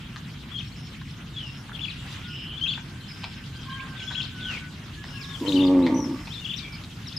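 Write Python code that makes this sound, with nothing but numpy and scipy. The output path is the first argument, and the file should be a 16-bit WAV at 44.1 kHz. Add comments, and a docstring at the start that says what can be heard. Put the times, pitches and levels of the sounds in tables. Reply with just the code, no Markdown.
"""In an open field, a cow close by gives one short low moo with a puff of breath.
Small birds warble and trill as gliding tones, and far calls are held tones blurred with noise.
Grass snaps as short bursts of ringing and rustles as patchy noise, over air noise and a low rumble.
The moo is a train of vocal pulses, mixed with breath noise, that rings the throat."""
import sys
import numpy as np
from scipy import signal
from scipy.io import wavfile
from scipy.ndimage import uniform_filter1d

SR = 44100
rng = np.random.default_rng(int(sys.argv[2]) if len(sys.argv) > 2 else 0)


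def store_pcm(level_fs):
    """Save levels as 16-bit WAV."""
    pcm = np.round(np.clip(level_fs, -1, 1) * 32767).astype(np.int16)
    wavfile.write(sys.argv[1], SR, np.atleast_2d(pcm).T)


N = 316621  # length of the scene [samples]


def gain_of(db):
    """Turns decibels into a plain multiplier."""
    return 10 ** (np.asarray(db) / 20)


def evened(x):
    """Scales a sound to an average strength (rms) of 1."""
    return x / np.sqrt(np.mean(x ** 2) + 1e-20)


def read(points, hz):
    """Reads a value at each pitch, along a logarithmic pitch axis."""
    point_hz, value = np.transpose(points)
    return np.interp(np.log(hz + 1), np.log(point_hz + 1), value)


def level(rows):
    """Joins (time [s], level [dB]) points into a gain curve over the whole scene."""
    s, db = np.transpose(rows)
    return gain_of(np.interp(np.arange(N) / SR, s, db))


def add(mix, s, sound, pan_db=0):
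    """Lays a sound into both channels at time s; a positive pan_db leans to the left."""
    part = mix[:, round(max(s, 0) * SR):][:, :sound.shape[-1]]
    part += gain_of([[pan_db / 2], [-pan_db / 2]]) * sound[..., :part.shape[1]]


def wander(count, size):
    """A smooth random curve of rms 1; a larger size [samples] makes it slower."""
    once = uniform_filter1d(rng.standard_normal(count), size)
    return evened(uniform_filter1d(once, size))


def resonate(x, hz, width):
    """A resonance of gain 1 at its pitch: shifts that pitch to zero, smooths, and shifts back."""
    turn = np.exp(2j * np.pi * np.cumsum(hz * np.ones(len(x))) / SR)
    r = np.exp(-np.pi * width / SR)
    smooth = signal.lfilter([1 - r], [1, -r], x / turn + 1e-18)
    return 2 * (turn * smooth).real


def resonate_thrice(x, hz, width):
    """Three equal resonances in a row, which fall away more steeply on both sides."""
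    for _ in range(3):
        x = resonate(x, hz, width)
    return x


def echoes(x, t60=0.27):
    """Scattered returns from ground and trees: sparse copies of random sign, down 60 dB after t60 [s]."""
    half = SR // 2
    taps = np.zeros((2, half))
    at = np.arange(300, half - 20, 20) + rng.integers(0, 20, (2, (half - 301) // 20))
    np.put_along_axis(taps, at, rng.choice([-1., 1.], at.shape), 1)
    taps *= gain_of(-60 * np.arange(half) / SR / t60)
    return signal.fftconvolve(x, taps / np.linalg.norm(taps[0]), axes=1)[:, :N]


# how alike the noise is on the left and right: (pitch [Hz], likeness [0-1])
LIKENESS = [(60, 1), (240, 0.97), (940, 0.65), (3750, 0.42), (14900, 0.2)]


def noise(spectrum, patchy_db, size=1024, count=10):
    """Coloured stereo noise of rms 1 with drifting louder and softer patches, smoothed over count bins."""
    frames, hz = 4 * N // size + 5, np.fft.rfftfreq(size, 1 / SR)
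    a, b, c, d, patches = rng.standard_normal((frames, len(hz), 5)).T
    patches = evened(uniform_filter1d(uniform_filter1d(patches, count, 0), 12, 1))
    same = np.clip(read(LIKENESS, hz), -1, 1)[:, None]
    left = a + 1j * b
    right = same * left + np.sqrt(1 - same ** 2) * (c + 1j * d)
    z = np.array([left, right])
    z *= gain_of(read(spectrum, hz)[:, None] + patchy_db * patches)
    return evened(signal.istft(z, nperseg=size, noverlap=3 * size // 4)[1][:, :N])


# colour of the low rumble: (pitch [Hz], relative level [dB per Hz])
RUMBLE_COLOUR = [(25, -54.5), (34, -26), (43, -8), (70, -6.5), (100, -2), (141, -0.5), (201, -7), (252, -9),
                 (440, -26.5), (700, -51.5)]


def rumble():
    """Low noise, strongest around 140 Hz, that stays nearly even."""
    return gain_of(-39) * noise(RUMBLE_COLOUR, patchy_db=0.5, size=4096)


# colour of the air: (pitch [Hz], relative level [dB per Hz])
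AIR_COLOUR = [(290, -6), (500, -0.5), (620, -0.5), (1440, 7), (2030, -1), (3410, -22), (7070, -24),
              (14100, -22.5), (15300, -40)]


def air():
    """Soft noise in wide, slowly drifting patches of pitch."""
    return gain_of(-54) * noise(AIR_COLOUR, patchy_db=2.5, count=90)


# loudness of the rustling grass: (time [s], level [dB])
RUSTLE_LEVEL = [(0.0, -47), (1.4, -48.5), (1.97, -45.5), (2.12, -41.5), (2.28, -46.5), (2.62, -48.5),
                (2.88, -47), (4.44, -45), (4.53, -38.5), (4.64, -46.5), (6.0, -48.5), (6.7, -49),
                (7.18, -48)]


def rustle():
    """Grass rustle: patchy noise, strongest around 3 kHz, that swells now and then."""
    colour = [(600, -7.0), (900, -5.5), (1600, -1.0), (3200, 3.5), (5000, -6.5), (8000, -15.5), (14000, -28.0)]
    return level(RUSTLE_LEVEL) * noise(colour, patchy_db=3, size=512, count=18)


def chatter(db=-58, count=340):
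    """Faint steep chirps of birds further off: most join in around the near notes, the rest come at any time."""
    mix = np.zeros((2, N))
    for at, joins, lag, pitch, slide, size, side in rng.random((count, 7)):
        s = at * N / SR
        if joins < .8:
            s = NEAR_NOTES[int(at * len(NEAR_NOTES))][0] + .1 * (lag - .3)
        first_hz = 2500 + 2400 * pitch ** 2
        last_hz = first_hz * (1.35 - 0.8 * slide)
        middle_hz = (first_hz + last_hz) / 2
        chirp = whistle(.007 + 0.011 * size, first_hz, middle_hz, last_hz, db + 8 * size)
        add(mix, s, chirp, pan_db=16 * (side - .4))
    return mix


def far_call(rows):
    """A held tone blurred by the long path through moving air: a sine mixed with narrow noise."""
    s, hz, db = np.transpose(rows)
    t = np.arange(s[0], s[-1], 1 / SR)
    hz = np.interp(t, s, hz) * (1 + .008 * wander(len(t), size=2000))
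    blur = evened(resonate(resonate(rng.standard_normal(len(t)), hz, 40), hz, 40))
    tone = np.sqrt(2) * np.sin(2 * np.pi * np.cumsum(hz) / SR)
    fade = signal.windows.tukey(len(t), .1)
    return s[0], gain_of(np.interp(t, s, db)) * evened(tone + 1.06 * blur) * fade


def short_far(s, length, top_hz, db):
    """Pitch and level points of a short far call, which climbs fast to its top and then sinks."""
    low_hz = top_hz * (1 - 0.0162)
    return [(s, low_hz, db - 3), (s + 0.31 * length, top_hz, db), (s + length, low_hz, db - 11)]


# short far calls: (time [s], length [s], top pitch [Hz], level at the top [dB])
SHORT_FAR_CALLS = [(2.213, 0.17, 1442, -50), (3.637, 0.314, 1610, -42.5), (3.65, 0.3, 1083, -43.5),
                   (4.934, 0.2, 1690, -54), (5.129, 0.314, 1663, -47), (5.134, 0.31, 1096, -51.5)]
# one far call that comes and goes: (time [s], pitch [Hz], level [dB])
LONG_FAR_CALL = [(2.52, 1556, -58), (3.9, 1563, -55), (3.96, 1545, -49), (4.25, 1512, -47.5),
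                 (4.3, 1514, -63), (4.35, 1515, -47.5), (4.49, 1488, -38.5), (4.55, 1505, -52),
                 (4.74, 1480, -46)]


def far_calls():
    """All far calls, each a blurred tone that follows its own pitch and level points."""
    mix = np.zeros((2, N))
    for rows in [LONG_FAR_CALL] + [short_far(*row) for row in SHORT_FAR_CALLS]:
        add(mix, *far_call(rows))
    return mix


def snap(db, low_hz, high_hz, crisp_db):
    """A few fibre breaks within milliseconds ring two brief resonances and a crisp top."""
    t = np.arange(1500) / SR
    breaks = rng.standard_normal(len(t)) * (rng.random(len(t)) < .02) * np.exp(-t / 0.0078)
    breaks[0] = 1.0
    low = evened(resonate_thrice(breaks, low_hz, 500))
    high = evened(resonate_thrice(breaks, high_hz, 800))
    crisp = evened(resonate_thrice(breaks, 3500, 2400))
    ring = 0.71 * low + high + gain_of(crisp_db) * crisp
    return gain_of(db) * ring / abs(ring).max()


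# grass snaps: (time [s], peak level before panning [dB], low ring [Hz], high ring [Hz], crisp top [dB])
GRASS_SNAPS = [(0.161, -24.5, 1230, 1600, -3), (1.014, -32, 1110, 1620, -5), (1.694, -31, 1140, 1440, -24),
               (1.716, -31.5, 1420, 1470, -20), (2.776, -28.5, 980, 1500, -22),
               (3.236, -26.5, 905, 3150, -5), (3.241, -22.5, 865, 2460, -2), (4.109, -29, 970, 1590, -8),
               (5.04, -29.5, 840, 1790, -1), (5.866, -17, 900, 2050, -4.5), (6.272, -28.5, 870, 2560, -2),
               (6.838, -29, 1290, 2600, 9)]


def grass_snaps():
    """Snapping grass: separate bursts of breaking fibres, a little to the left."""
    mix = np.zeros((2, N))
    for s, *settings in GRASS_SNAPS:
        add(mix, s, snap(*settings), pan_db=1.5)
    return mix


def trill(length, db, hz, uneven, per_s=121):
    """A quick train of chips; each swells and dies while its pitch drops."""
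    n = round(length * SR)
    rate = per_s * (1 + (.12 + 0.21 * uneven) * wander(n, size=200))
    chip = (np.cumsum(rate) / SR) % 1  # 0 to 1 through each chip
    swell = np.sin(np.pi * chip) ** (2.2 - 2.5 * uneven)
    swell *= gain_of((3.5 - 3 * uneven) * wander(n, size=150))
    drop = (.22 - .1 * uneven) * (.5 - chip)
    drift = uneven * (.07 * np.linspace(-1, 1, n) + .05 * wander(n, size=60))
    tone = np.sin(2 * np.pi * np.cumsum(hz * (1 + drop + drift)) / SR)
    return gain_of(db) * evened(swell * tone) * signal.windows.tukey(n, .25)


# trains of falling chips:
# (time [s], length [s], level [dB], left over right [dB], pitch [Hz], unevenness [0-1])
TRILL_TRAINS = [(0.747, 0.16, -55, 0, 5330, 0.2), (1.404, 0.22, -55, -2, 5230, 0.2),
                (2.261, 0.21, -53.5, 1, 5210, 0.25), (2.272, 0.31, -40.5, 0.5, 2993, 0.58),
                (3.098, 0.32, -55, 0, 5120, 0.24), (3.968, 0.33, -54.5, 1, 5270, 0.1),
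                (5.029, 0.29, -53.5, 0, 5250, 0.2), (6.058, 0.34, -56, -3, 5210, 0.33),
                (3.974, 0.26, -62, 11, 6800, 0.53), (4.115, 0.045, -42.5, 4, 3900, 0.43)]


def trills():
    """Trilling birds: every train of chips in its place."""
    mix = np.zeros((2, N))
    for s, length, db, pan_db, hz, uneven in TRILL_TRAINS:
        add(mix, s, trill(length, db, hz, uneven), pan_db)
    return mix


def whistle(length, first_hz, middle_hz, last_hz, db):
    """A near-sine that bends along a parabola and swells in the middle, with a slight flutter."""
    u = np.linspace(-1, 1, round(length * SR))
    bend = middle_hz + (last_hz - first_hz) * u / 2 + ((first_hz + last_hz) / 2 - middle_hz) * u ** 2
    glide = bend * (1 + .009 * wander(len(u), size=90))
    # the ends lie 5.5 dB under the middle; the power rounds the swell
    swell = gain_of(db - 5.5 * abs(u) ** 1.87 + 1.44 * wander(len(u), size=100))
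    swell *= signal.windows.tukey(len(u), min(0.0012 / length, 1))
    swell *= evened(1 + 4.7 * length * wander(len(u), size=110))  # longer notes are raspier
    phase = 2 * np.pi * np.cumsum(glide) / SR
    return np.sqrt(2) * swell * (np.sin(phase) + gain_of(-29) * np.sin(2 * phase))


# whistled notes, each one smooth bend: (time [s], length [s], first pitch [Hz], middle pitch [Hz],
# last pitch [Hz], level in the middle [dB], left over right [dB])
NEAR_NOTES = [(0.514, 0.035, 3140, 3460, 3150, -43, 12), (0.543, 0.042, 3180, 3264, 2990, -36.5, 8),
              (0.582, 0.014, 3020, 3334, 3800, -35, 8), (0.594, 0.023, 3660, 3064, 2340, -38, 7),
              (.65, 0.047, 5320, 5470, 5740, -56, 4), (1.106, 0.013, 5950, 5100, 4400, -49, 3),
              (1.329, 0.043, 3700, 3600, 3400, -49, 3.5), (1.363, 0.029, 3440, 3344, 3420, -34, 4),
              (1.384, 0.12, 3300, 2915, 2740, -39.5, 3.5), (1.73, 0.037, 3570, 3270, 3230, -43.5, 10),
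              (1.749, 0.018, 3280, 3450, 2380, -40, 11), (1.793, 0.004, 2500, 2860, 3300, -37, 17),
              (1.807, 0.022, 2820, 3500, 3280, -35.5, 9.5), (1.83, 0.024, 3390, 3356, 3310, -30, 7),
              (1.846, 0.014, 3410, 2850, 2320, -34.5, 11), (1.857, 0.027, 5070, 3950, 5000, -50, 6),
              (1.881, 0.01, 2320, 2550, 2300, -35, 12), (1.893, 0.029, 4640, 3660, 2620, -38, 5),
              (2.243, 0.036, 3780, 3380, 2900, -44, 7), (2.563, 0.039, 2970, 3450, 2970, -39, 9),
              (2.612, 0.057, 2990, 3216, 3160, -28.5, 9), (2.657, 0.018, 3200, 2550, 3650, -32.5, 10),
              (2.676, 0.01, 3650, 3950, 3700, -36, 5), (2.674, 0.038, 3080, 3500, 2850, -27, 8),
              (2.689, .046, 3730, 4460, 3900, -44, 5), (2.716, 0.025, 3030, 3340, 2320, -30, 7),
              (2.74, 0.024, 5190, 3690, 2620, -46, 6), (2.738, 0.03, 3820, 3550, 3440, -38, 2),
              (3.004, 0.079, 3150, 3120, 3060, -54.5, 9), (3.082, 0.024, 4920, 5210, 5000, -48.5, -12),
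              (3.113, 0.011, 4850, 5130, 4770, -42, 2), (3.558, 0.12, 3150, 3210, 3170, -49.5, 7),
              (3.698, 0.039, 2990, 4070, 3220, -47.5, 5), (3.695, 0.076, 2890, 3190, 3040, -43, 5),
              (3.795, 0.017, 2080, 2440, 2830, -39.5, -9), (3.968, 0.062, 3750, 3360, 3230, -42.5, 8),
              (3.992, 0.02, 3180, 2510, 2200, -42, -3), (4.019, 0.024, 2800, 2910, 3000, -40, -4),
              (4.069, 0.041, 3170, 3430, 3120, -36.5, 10), (4.198, 0.015, 3350, 2980, 2480, -32, 10),
              (4.148, 0.017, 2490, 2975, 3350, -33.5, 11), (4.158, 0.06, 3277, 3334, 3070, -31, 8),
              (4.216, 0.017, 4500, 3450, 4700, -34.5, 4), (4.243, 0.024, 4980, 3700, 2720, -39, 5),
              (4.411, 0.17, 3605, 2897, 2180, -35, 3.5), (5.103, 0.15, 2840, 2715, 1900, -54.5, 23),
              (5.21, 0.055, 5550, 4050, 3200, -42.5, -6), (5.292, 0.041, 3525, 3610, 3050, -44.5, 11),
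              (5.339, 0.026, 3500, 3290, 2980, -38, 10), (5.463, 0.022, 3100, 3100, 3250, -36.5, 12.5),
              (5.477, 0.015, 3200, 4160, 3000, -31.5, 6), (5.489, 0.011, 2990, 3810, 3080, -29.5, 7.5),
              (5.52, 0.0097, 2400, 3550, 4250, -30, 9.5), (5.527, 0.009, 4250, 3710, 4400, -30, 7),
              (5.537, 0.016, 4450, 4770, 4600, -47.5, 8), (5.555, 0.008, 4500, 3640, 2950, -32, 6),
              (5.559, .021, 2890, 3054, 2520, -31.5, 10), (5.558, 0.046, 3550, 4640, 3550, -42.5, 1),
              (5.592, 0.016, 2520, 2844, 2950, -37, 13), (5.604, 0.023, 3150, 3690, 2520, -30.5, 6),
              (5.631, .021, 2810, 3720, 2450, -30.5, 5.5), (5.65, 0.011, 5360, 4760, 5030, -46, 9),
              (5.664, 0.027, 5110, 3920, 2550, -39, 5.5), (5.817, 0.048, 2990, 4060, 3120, -47.5, 12),
              (5.944, 0.12, 5840, 5880, 5080, -42.5, 9), (6.305, 0.042, 3080, 3510, 4270, -40.5, 8),
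              (6.344, 0.028, 3900, 3530, 3400, -40, 9), (6.375, 0.038, 3390, 3600, 3620, -41.5, 7),
              (6.415, 0.034, 2930, 2780, 2680, -46, 16), (6.446, 0.023, 3180, 3260, 2500, -33, 11),
              (6.472, 0.012, 4050, 2950, 3900, -39, 12), (6.487, 0.033, 2690, 3485, 3100, -32.5, 6),
              (6.505, 0.02, 3320, 3040, 2500, -37.5, 16), (6.534, 0.017, 2460, 3620, 2290, -33, 10.5),
              (6.562, 0.02, 4970, 5850, 5100, -43.5, 9), (6.578, 0.025, 5800, 4600, 3500, -40, 8),
              (6.579, 0.03, 3990, 3730, 2880, -41.5, 13), (6.614, 0.051, 3720, 3380, 3240, -46, 10),
              (6.593, 0.17, 2400, 2326, 2296, -45, -2), (6.722, 0.016, 5500, 5030, 4140, -44, -1),
              (6.745, 0.021, 4080, 5200, 3640, -46.5, -5), (7.062, 0.013, 3950, 3860, 3550, -43, 7),
              (7.072, 0.025, 5600, 5060, 3150, -40.5, 6), (7.106, 0.023, 3150, 3460, 3480, -46, 5),
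              (7.12, 0.015, 2600, 3520, 5470, -41.5, 7), (7.164, 0.025, 5360, 4940, 4330, -32.5, 3.5)]


def warble():
    """Warbling birds nearby: short whistles, each with its own bend."""
    mix = np.zeros((2, N))
    for s, *note, pan_db in NEAR_NOTES:
        add(mix, s, whistle(*note), pan_db)
    return mix


# loudness of the breath: (time [s], level [dB])
BREATH_LEVEL = [(4.9, -90), (5.1, -57), (5.3, -52.5), (5.43, -48.5), (5.52, -42), (5.64, -49),
                (5.72, -55.5), (6.3, -54), (6.6, -56.5)]
# colour of the breath: (pitch [Hz], relative level [dB per Hz])
BREATH_TINT = [(3000, -12), (5500, -6), (11400, -20), (13600, -18.5), (15300, -27)]


def breath():
    """The cow's puff of breath: airy noise that rises and falls."""
    return level(BREATH_LEVEL) * noise(BREATH_TINT, patchy_db=2.5, size=512)


# the cow's voice: (time [s], effort [dB], pulse rate [Hz], brightness of the rings above 400 Hz [dB])
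MOO_VOICE = [(5.398, -74, 96.5, -9), (5.416, -25, 97.3, -4), (5.45, -33.5, 98.9, 16.5),
             (5.495, -21.5, 98.7, 3.5), (5.518, -28.5, 94.16, 8), (5.548, -17.5, 92.78, -1.5),
             (5.699, -17.5, 92.84, 6.5), (5.795, -15, 91.5, 2.5), (5.82, -20, 87.77, 7.5),
             (5.847, -16.5, 87.37, 1), (5.89, -25, 77.1, 9), (5.94, -19, 67.52, 4), (6.024, -29, 61.1, 6.5),
             (6.14, -27.5, 61.3, 3), (6.17, -40, 62.8, 11), (6.221, -41, 61, 14)]
# rings of the throat: (pitch at the unsteady start [Hz], settled pitch [Hz], width [Hz],
# relative level [dB], left over right [dB], change as the throat closes [dB per s])
THROAT_RINGS = [(283, 272.6, 122, 2, 0.5, -2), (457, 505, 180, -16.5, -3, -87),
                (944, 874, 156, -22.5, -4, -20), (1070, 1154, 210, -29, -4.5, 8),
                (2050, 2050, 700, -41, -4, 0), (139.5, 130, 132, -19, -2.5, 0),
                (700, 690, 850, -37, -4, -20)]
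STEADY_HZ = 90  # the folds run fairly clean down to this pulse rate and rougher below it
SETTLE_S, CLOSE_S = 5.55, 6.0  # the voice has settled; the throat starts to close [s]
HOARSE_S = 5.72  # from here the upper rings fill with more breath noise [s]


def moo():
    """Slow vocal pulses, unsteady at first and creaking as the pitch sinks, ring a long closed-mouth throat."""
    s, *columns = np.transpose(MOO_VOICE)
    t = np.arange(s[0], s[-1], 1 / SR)
    effort_db, hz, bright_db = (np.interp(t, s, c) for c in columns)
    unsettled = np.maximum(SETTLE_S - t, 0) / (SETTLE_S - s[0])
    rough = np.clip(.13 + .024 * np.maximum(STEADY_HZ - hz, 0) + .4 * unsettled, 0, .7)
    turns = np.cumsum(hz * (1 + 0.14 * rough * wander(len(t), size=250))) / SR
    # roughness makes the pulses differ in strength
    strength = gain_of(3 * rough * rng.standard_normal(200)[np.round(turns).astype(int)])
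    folds = evened(strength * sum(np.cos(2 * np.pi * k * turns) for k in range(1, 32)))
    puffs = evened((0.3 + np.exp(-(turns % 1) / 0.42)) * rng.standard_normal(len(t)))
    more_breath = np.clip((t - HOARSE_S) / .03, 0, 1)
    settled = np.clip((t - s[0]) / (SETTLE_S - s[0]), 0, 1) ** 2
    throat = np.zeros((2, len(t)))
    for k, (start_hz, ring_hz, width, db, pan_db, close_db) in enumerate(THROAT_RINGS):
        upper = ring_hz > 400
        # breath noise shows more in the upper and wide rings
        hoarse = rough + upper * (.08 + .22 * more_breath) + .25 * (ring_hz > 1000) + .5 * (width > 600)
        hoarse = np.minimum(hoarse, 1)
        drive = (1 - hoarse) * folds + hoarse * 1.5 * puffs
        path = start_hz + (ring_hz - start_hz) * settled
        ring = resonate_thrice(drive, path, width)
        # each upper ring drifts slowly and randomly in level
        drift_db = 2 * upper * wander(len(t), size=900)
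        ring *= gain_of(drift_db + close_db * np.maximum(t - CLOSE_S, 0))
        add(throat, 0, (-1) ** k * gain_of(db + bright_db * upper) * ring, pan_db)
    # effort sets the loudness whether or not a harmonic sits on the first resonance
    power = uniform_filter1d((throat ** 2).mean(0), size=1500)
    mix = np.zeros((2, N))
    add(mix, s[0], gain_of(effort_db) * throat / np.sqrt(power + 1e-9))
    return mix


def scene():
    """Noise beds, birds and grass with their echoes, then the breath and the cow."""
    beds = rumble() + air() + rustle()
    near = chatter() + far_calls() + grass_snaps() + trills() + warble()
    returns = gain_of(-5.5) * echoes(near)
    return beds + near + returns + breath() + moo()


def record(dry):
    """Cuts off the sound above about 15.4 kHz with a steep filter."""
    edge = signal.firwin(601, 15420, window=("kaiser", 9), fs=SR)
    return signal.oaconvolve(dry, edge[None], "same")


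dry = scene()
out = record(dry)
store_pcm(out)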